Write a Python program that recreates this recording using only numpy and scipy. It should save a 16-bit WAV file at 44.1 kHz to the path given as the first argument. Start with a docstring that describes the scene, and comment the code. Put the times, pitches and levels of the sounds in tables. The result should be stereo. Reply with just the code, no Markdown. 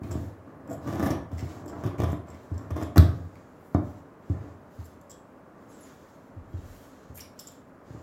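"""Tailor's shears cutting cloth

Heavy shears cut folded cloth on a wooden table in a small, hard room. Threads snap in runs;
the lower blade carries the crunch into the table top. The last cut ends as the blades clap shut.
Shears and hands bump the table, hands smooth the cloth, and a forearm drags with a rumble.
The bare blades scrape, grind and squeak at the pivot."""
import sys
import numpy as np
from scipy import signal
from scipy.fft import rfft, irfft, next_fast_len
from scipy.io import wavfile
from scipy.ndimage import map_coordinates

SR = 44100
rng = np.random.default_rng(int(sys.argv[2]) if len(sys.argv) > 2 else 0)


def materialize(psi):
    """Save the field psi as 16-bit PCM at rate SR to the path in sys.argv[1].

    A 1-D psi becomes a single channel; in a 2-D psi each row is a channel.
    """
    bounded = np.clip(np.atleast_2d(psi).T, -1, 1)
    quanta = np.round(bounded * 32767).astype(np.int16)
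    wavfile.write(sys.argv[1], SR, quanta)


N = 353682

# Sweeps over the cloth. Each row: start and length in seconds, hiss in dB, sheen in dB re hiss.
CLOTH_STROKES = [(0.0,0.33,-64.5,-1.5), (0.798,0.34,-60.5,-9.5), (1.308,0.33,-61.5,-9),
                 (1.65,0.32,-67.5,-11), (2.234,0.55,-72,-7.5), (2.9,0.71,-73,-9), (3.546,0.3,-78,2),
                 (3.79,0.22,-68.5,-6), (4.205,0.34,-70,-14.5), (4.684,0.28,-68.5,-5), (5.562,0.76,-70.5,-6),
                 (5.78,0.17,-67,-13.5), (6.464,0.72,-67.5,-12), (6.603,0.32,-73,6.5), (7.33,0.29,-70,-7),
                 (7.825,0.24,-68,-20)]
# Blade actions. Each row: start in seconds, length in seconds, level in dB.
BLADE_PUSHES = [(0.0,0.34,-44), (0.406,0.41,-52.5), (0.648,0.13,-41), (0.768,0.47,-37.5),
                (1.295,0.41,-44.5), (1.59,0.5,-40.5), (2.237,0.12,-44), (2.45,0.43,-43.5), (4.302,0.18,-43)]
EDGE_GRINDS = [(0.033, 0.013, -53), (0.101, 0.024, -61), (1.379, 0.02, -48.5), (1.98, .03, -46.5),
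               (2.257, 0.11, -63), (3.353, .005, -56), (3.745, 0.0052, -44.5), (7.172, 0.039, -51)]
THREAD_RUNS = [(0.102,0.023,-36), (0.864,0.041,-33), (0.888,0.11,-34.5), (0.994,0.013,-24.5),
               (1.012,0.078,-27.5), (1.058,0.02,-25), (1.099,0.018,-24), (1.117,0.042,-38),
               (1.311,0.027,-42), (1.836,0.05,-31.5), (1.986,0.019,-27), (2.016,0.0083,-26),
               (2.027,0.023,-26.5), (2.059,0.075,-36.5), (2.704,0.012,-31), (2.759,0.018,-30.5),
               (2.772,0.04,-35), (2.811,0.029,-29.5), (2.957,0.013,-22.5), (2.966,0.012,-17.5)]
# Bumps on the table. Each row: start in seconds, strength in dB, hardness in dB of clack re thud.
TABLE_KNOCKS = [(0.017,-1.5,-4.5), (0.045,3,-13.5), (0.154,9,-10.5), (1.065,-1,2), (1.328,4.5,-23),
                (1.426,5,-12.5), (1.851,8,-14), (1.994,10.5,-18), (2.029,5,-8), (2.13,0,-3),
                (2.515,7.5,-21), (2.711,6.5,-25), (2.97,14.5,-11.5), (2.982,23.5,-16), (3.748,13.5,-0.5),
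                (4.299,11.5,-19), (4.787,-0.5,-27), (6.364,-6.5,-19.5), (6.538,3.5,-25), (7.097,-5,-25),
                (7.905,-8,-7), (7.948,-7,-3.5)]
# Steel on steel. Each row: start and length in seconds, level in dB, place from pivot 0 to tip 1.
EDGE_SCRAPES = [(0.108,0.025,-49.5,0.4), (0.675,0.0048,-59,0.7), (0.691,0.055,-55,0.7), (1.023,0.059,-49,1),
                (1.105,0.007,-41.5,0.044), (1.372,0.042,-55,0.17), (1.657,0.0083,-57.5,0.64),
                (1.677,0.03,-55,0.31), (2.107,0.024,-57.5,.75), (2.278,0.036,-62.5,0.5),
                (2.537,0.015,-65,.2), (2.577,0.009,-54.5,0.31), (2.828,0.0095,-51.5,.45),
                (4.298,0.0017,-54,0.22), (4.84,0.028,-60,0.82), (5.01,0.0071,-61,0.7),
                (5.095,0.025,-50.5,.5), (5.68,0.2,-69.5,0.58), (7.142,0.077,-49,0.99),
                (7.205,0.0099,-41.5,0.044), (7.391,0.008,-40.5,0.22), (7.395,0.02,-49.5,1),
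                (7.468,0.022,-48,.5), (7.516,0.006,-60.5,0.97)]
# Dry pivot. Each row: start in seconds, length in seconds, pitch in Hz, level in dB.
PIVOT_SQUEAKS = [(0.704, 0.02, 492, -43.5), (0.707, 0.017, 656, -39.5), (5.673, 0.062, 6600, -74),
                 (5.684, 0.042, 10700, -65), (5.718, 0.064, 7700, -68), (5.796, 0.031, 10560, -56),
                 (5.808, 0.075, 7000, -66)]

# Wood and steel resonances. Each row: centre in Hz, width in Hz, weight in dB.
TABLE_MODES = [(87, 9.7, 3.5), (104, 23.7, -1.5), (156, 19, -10.5), (207, 46, -12.5), (288, 44.4, -5),
               (350, 88, -16), (585, 97, -19.5), (664, 110, -16.5), (1050, 194, -22.5), (1163, 73, -21),
               (1747, 73, -24.5)]
BENDING_MODES = [(2210, 450, 6), (3460, 1100, -2.5)]
PIVOT_MODES = [(3520, 770, -36.5), (5440, 720, 0.5), (6340, 430, -9.5)]
MIDBLADE_MODES = [(3440, 770, -15), (7480, 580, -2), (7700, 210, -14.5)]
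TIP_MODES = [(9500, 1000, -3.5), (11240, 1600, 0.5), (12850, 190, 8), (14600, 420, 2)]
# Ring of the whole shears. Each row: frequency in Hz, relative level in dB, T60 in seconds.
SHEARS_MODES = [(162.5, 17.5, 0.38), (920, -11, 0.033), (1235, -8, 0.37), (1285, -1, 0.16),
                (2350, -17, 0.22)]

# Source spectra. Each row: frequency in Hz, relative density in dB.
AIR_SPECTRUM = [(15, -60.5), (25, -26), (86, -13), (178, -12), (204, -9), (227, -13.5), (260, -6),
                (340, -14), (631, -13.5), (703, -18), (945, -19), (1110, -18), (1710, -26), (3530, -46.5),
                (15500, -56.5)]
HISS_SPECTRUM = [(700, -13.5), (1500, 2.5), (2500, -5.5), (5000, -4), (7500, -1.5), (8400, -15),
                 (15000, -16)]
SHEEN_SPECTRUM = [(4000, -30), (8500, -4), (12000, 0), (15500, -1)]
RASP_SPECTRUM = [(900, -19), (2000, 2), (2600, -3.5), (3450, 5), (4400, -7.5), (5500, -2.5), (7600, -11.5),
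                 (8500, -13.5), (10500, -8.5), (12500, -8.5), (15500, -15.5)]
CRACK_SPECTRUM = [(300, -3), (700, 10), (1250, 16), (2000, 7), (2800, 10), (4200, 16), (6500, 2), (8000, 4),
                  (10000, -2), (12000, 3), (14000, 6), (15500, 8)]
CLANG_SPECTRUM = [(1500, -10), (2600, -6), (3600, -1), (4600, 1), (5400, 1), (6300, -10), (9000, -15),
                  (13000, -10), (15500, -11)]

# Diffuse field. Each row: frequency in Hz, left-right correlation.
COHERENCE = [(60, 1), (250, 0.86), (600, 0.69), (1500, 0.03), (8000, 0.065)]
# Room decay. Each row: frequency in Hz, T60 in seconds.
ROOM_T60_S = [(80, 0.61), (250, 0.48), (1000, 0.56), (5000, 0.32), (9000, 0.35), (15000, 0.21)]
# Wall reflections. Each row: frequency in Hz, relative level in dB.
WALL_DB = [(90, 0), (250, 1), (600, 4), (2000, 2), (8000, 0.5)]


def amp(db):
    """Decibels to gain."""
    return 10 ** (np.asarray(db) / 20)


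def unit(x):
    """Scale to rms 1."""
    return x / np.sqrt(np.mean(x ** 2) + 1e-20)


def along(points, hz):
    """Interpolate (Hz, value) points on a log axis."""
    knots_hz, values = np.transpose(points)
    return np.interp(np.log(hz + 1), np.log(knots_hz + 1), values)


def add(track, start_s, sound):
    """Mix a sound into the track."""
    part = track[max(round(start_s * SR), 0):][:len(sound)]
    part += sound[:len(part)]


def wobble(rate_hz, n):
    """Smooth random curve, n samples."""
    knots = rng.standard_normal(int(n * rate_hz / SR) + 4)
    return map_coordinates(knots, [np.arange(n) * rate_hz / SR])


def grid_hz():
    """Frequency grid for filter design."""
    return np.fft.rfftfreq(16384, 1 / SR) + 1


def resonances(modes):
    """Gain of modes summed in power."""
    f = grid_hz()
    powers = (amp(db) ** 2 / (1 + ((f * f - hz * hz) / (f * width_hz)) ** 2)
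              for hz, width_hz, db in modes)
    return np.sqrt(sum(powers))


def response(gain):
    """Minimum-phase impulse response, energy 1."""
    cepstrum = irfft(np.log(np.maximum(gain / gain.max(), 1e-6)))
    half = len(cepstrum) // 2
    impulse = irfft(np.exp(rfft(2 * cepstrum[:half], 2 * half)))[:half]
    return impulse / np.linalg.norm(impulse)


def colour(points):
    """Impulse response for a (Hz, dB) spectrum."""
    return response(amp(along(points, grid_hz())))


def slips(length_s, per_s, clump_db, clump_hz, taper):
    """Clumped run of tiny random impulses, rms 1."""
    n = max(round(length_s * SR), 64)
    chance, size = rng.random(n), rng.standard_normal(n)
    threshold = max(per_s / SR, np.partition(chance, 4)[4])  # at least five impulses
    arch = np.sin(np.pi * (np.arange(n) + .5) / n) ** taper
    return unit(size * (chance <= threshold) * arch * amp(clump_db * wobble(clump_hz, n)))


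def swell(length_s, peak_at=0.38, sharpness=0.64):
    """Hand speed over one stroke: rest, 1, rest."""
    progress = np.linspace(0, 1, int(length_s * SR))
    skewed = np.interp(progress, [0, peak_at, 1], [0, .5, 1])
    return np.abs(np.sin(np.pi * skewed)) ** sharpness


def diffuse(n):
    """Stereo noise, alike in the bass, unrelated in the treble."""
    angle = np.arccos(np.clip(along(COHERENCE, np.fft.rfftfreq(n, 1 / SR)), -1, 1)) / 2
    mid, side = irfft(rfft(rng.standard_normal((2, n))) * [np.cos(angle), np.sin(angle)], n)
    return np.array([mid + side, mid - side])


def table_gain(low_hz=68, high_hz=2100):
    """Table top; its cloth cover deadens the treble."""
    f = grid_hz()
    return resonances(TABLE_MODES) / np.sqrt(1 + (low_hz / f) ** 8) / np.sqrt(1 + (f / high_hz) ** 6)


def air(level_db=-50):
    """Low, steady rush of the room."""
    noise = diffuse(next_fast_len(N + SR // 2))
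    rush = signal.fftconvolve(noise, colour(AIR_SPECTRUM)[None], "valid", axes=1)[:, :N]
    drift_db = .5 * wobble(3, N)
    return unit(rush) * amp(level_db + drift_db)


def cloth(rest_hiss_db=-82, rest_sheen_db=-85):
    """Fibres catch and let go under hands and blades; faster is louder."""
    hiss, sheen = np.full(N, amp(rest_hiss_db) ** 2), np.full(N, amp(rest_sheen_db) ** 2)
    for start_s, length_s, hiss_db, sheen_db in CLOTH_STROKES:
        add(hiss, start_s, (amp(hiss_db) * swell(length_s)) ** 2)
        add(sheen, start_s, (amp(hiss_db + sheen_db) * swell(length_s)) ** 2)
    out = np.zeros(N)
    for power, spectrum in ((hiss, HISS_SPECTRUM), (sheen, SHEEN_SPECTRUM)):
        fibres = slips(N / SR, per_s=14000, clump_db=2, clump_hz=45, taper=0)
        out += signal.fftconvolve(np.sqrt(power) * fibres, colour(spectrum))[:N]
    return out


def sliding():
    """Force on the table as the lower blade rides over the cover's weave."""
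    speed = np.zeros(N)
    for start_s, length_s, db in BLADE_PUSHES:
        add(speed, start_s, amp(db) * swell(length_s))
    return speed * slips(N / SR, per_s=2000, clump_db=2.5, clump_hz=60, taper=0)


def knocks(base_rise_s=0.00076, body_share=0.42, rattle_db=-7, rattle_t60_s=0.23):
    """Soft bumps press slowly and wake low table modes, hard ones higher modes too; the frame rattles."""
    out, table = np.zeros(N), table_gain()
    t = np.arange(SR // 4) / SR
    highpass = signal.butter(2, 170, "high", fs=SR, output="sos")
    for start_s, db, clack_db in TABLE_KNOCKS:
        body_db = body_share * clack_db
        spectrum = [(110, 0.015), (200, body_db + 3), (330, body_db - .5),
                    (700, clack_db + 1.5), (1400, clack_db - 1.5), (2500, clack_db - 18)]
        struck = table * amp(along(spectrum, grid_hz()))
        strength = amp(db) * np.linalg.norm(struck) / np.linalg.norm(table)
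        ring = response(struck)
        rise_s = base_rise_s * amp(-clack_db / 2)
        press = 1 - np.exp(-np.arange(len(ring)) / SR / rise_s)
        thud = strength * press * ring
        rattle = signal.sosfilt(highpass, rng.standard_normal(len(t))) * amp(-60 * t / rattle_t60_s)
        add(out, start_s, thud)
        add(out, start_s, amp(rattle_db) * signal.fftconvolve(thud, rattle / np.linalg.norm(rattle)))
    return out


def grinding():
    """Edges pressed hard judder and wake the blades' lower bending modes."""
    judder = np.zeros(N)
    for start_s, length_s, db in EDGE_GRINDS:
        add(judder, start_s, amp(db) * slips(length_s, per_s=2000, clump_db=5, clump_hz=267, taper=0.44))
    return signal.fftconvolve(judder, response(resonances(BENDING_MODES) ** 0.96))[:N]


def cutting(threads_per_s=1300, rasp_db=-19):
    """Snapping threads rasp at the edge and, with the sliding blade, shake the table."""
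    snaps = np.zeros(N)
    for start_s, length_s, db in THREAD_RUNS:
        run = slips(length_s, threads_per_s, clump_db=5.5, clump_hz=170, taper=0.33)
        add(snaps, start_s, amp(db) * run)
    crunch = signal.fftconvolve(snaps + sliding(), response(table_gain()))[:N]
    rasp = amp(rasp_db) * signal.fftconvolve(snaps, colour(RASP_SPECTRUM))[:N]
    return crunch, rasp


def scraping(detune=0.017, friction_db=-11, fall_db_per_blade=23):
    """Edge rubs edge; the place of contact weights the modes, and each scrape is randomly detuned."""
    out, taps = np.zeros(N), np.arange(SR // 50)
    tilt = amp(along([(1500, -28), (3200, 16), (16000, -3)], grid_hz()))
    rings = np.array([response(tilt * resonances(modes) ** 1.25)
                      for modes in (PIVOT_MODES, MIDBLADE_MODES, TIP_MODES)])
    friction = colour([(1500, -7), (3500, -2.5), (8000, -0.5), (9500, -1), (15000, 1.5)])
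    for start_s, length_s, db, place in EDGE_SCRAPES:
        shares = amp(-fall_db_per_blade * abs(place - np.linspace(0, 1, len(rings))))
        ring = shares / np.linalg.norm(shares) @ rings + amp(friction_db) * friction
        pitch_ratio = 1 + detune * rng.uniform(-1, 1)
        detuned = map_coordinates(ring[:2 * len(taps)], [taps * pitch_ratio])
        rub = slips(length_s, per_s=4000, clump_db=4, clump_hz=300, taper=.6)
        add(out, start_s, amp(db) * signal.fftconvolve(rub, detuned))
    return out


def squeaks(waver=0.032, waver_hz=1190):
    """Stick-slip at the dry pivot: thin, unsteady whistles."""
    out = np.zeros(N)
    for start_s, length_s, hz, db in PIVOT_SQUEAKS:
        n = int(length_s * SR)
        pitch_hz = hz * (1 + waver * wobble(waver_hz, n))
        phase = 2 * np.pi * np.cumsum(pitch_hz) / SR
        add(out, start_s, amp(db) * unit(np.hanning(n) * np.sin(phase)))
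    return out


def clap(start_s=2.9795, crack_db=-6.5, crack_t60_s=.011, clang_db=-43, clang_t60_s=0.44, ring_db=-31):
    """Blades hit their stop: a crack, a dense clang and a short, hand-damped ring."""
    out, t = np.zeros(N), np.arange(SR // 2) / SR
    attack = 1 - np.exp(-t / .0005)
    for db, t60_s, spectrum in ((crack_db, crack_t60_s, CRACK_SPECTRUM),
                                (clang_db, clang_t60_s, CLANG_SPECTRUM)):
        burst = rng.standard_normal(len(t)) * amp(db - 60 * t / t60_s) * attack
        add(out, start_s, signal.fftconvolve(burst, colour(spectrum)))
    ring = sum(amp(db - 60 * t / t60_s) * np.sin(2 * np.pi * hz * t) for hz, db, t60_s in SHEARS_MODES)
    add(out, start_s, amp(ring_db) * ring)
    return out


def forearm(start_s=6.3, length_s=0.59, drag_db=-51):
    """A forearm settles and drags on the table: deep rumble."""
    drag = np.zeros(N)
    add(drag, start_s, amp(drag_db) * slips(length_s, per_s=490, clump_db=4, clump_hz=31, taper=0.67))
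    rumble = colour([(15, -20), (35, 1.5), (75, -4.5), (130, -11), (400, -55), (1500, -100)])
    return signal.fftconvolve(drag, rumble)[:N]


def in_room(x, wet_db, left_db, left_lead_ms, hop=SR // 2):
    """Panned direct sound plus bare-wall tails; a fresh random tail is crossfaded in every half second."""
    hz, t, _ = signal.stft(np.zeros(hop), SR, nperseg=256)
    decay = amp(along(WALL_DB, hz)[:, None] - 60 * t / along(ROOM_T60_S, hz)[:, None])
    envelope = decay * (1 - np.exp(-t / 0.00079))
    wet = np.zeros((2, N))
    for centre in range(0, N, hop):
        noise_stft = signal.stft(diffuse(hop), nperseg=256)[2]
        tail = signal.istft(noise_stft * envelope, nperseg=256)[1]
        span = np.arange(max(centre - hop, 0), min(centre + hop, N))
        piece = x[span] * np.cos(np.pi / 2 * (span - centre) / hop)
        echoes = signal.fftconvolve(piece[None], tail / np.linalg.norm(tail[0]), axes=1)
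        for channel, echo in zip(wet, echoes):
            add(channel, span[0] / SR, echo)
    n_fft, sides = next_fast_len(N + SR // 10), np.array([[.5], [-.5]])
    shift = np.exp(2j * np.pi * np.fft.rfftfreq(n_fft, 1 / SR) * sides * left_lead_ms / 1000)
    direct = amp(sides * left_db) * irfft(rfft(x, n_fft) * shift, n_fft)[:, :N]
    return direct + amp(wet_db) * wet


def scene():
    """Shears, table and cloth in the room."""
    crunch, rasp = cutting()
    blades = rasp + scraping() + grinding() + squeaks()
    steel = in_room(blades, wet_db=-3, left_db=2.5, left_lead_ms=0.139)
    stop = in_room(clap(), wet_db=-10, left_db=2.5, left_lead_ms=0.16)
    wood = in_room(crunch, wet_db=-3.5, left_db=-.5, left_lead_ms=0.14)
    bumps = in_room(knocks(), wet_db=-5, left_db=-0.2, left_lead_ms=0.15)
    fabric = in_room(cloth(), wet_db=4.5, left_db=-5.5, left_lead_ms=0.065)
    arm = forearm() * amp([[-6], [3]])  # mostly right
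    return steel + wood + stop + bumps + fabric + arm + air()


def record(dry, low_hz=48, top_hz=15900):
    """Small microphone: bass roll-off, hard band limit."""
    n_fft = next_fast_len(N + SR // 2)
    f = np.fft.rfftfreq(n_fft, 1 / SR)
    highpass = 1j * f / (low_hz + 1j * f)
    return irfft(rfft(dry, n_fft) * highpass * (f < top_hz), n_fft)[:, :N]


dry = scene()
out = record(dry)
materialize(out)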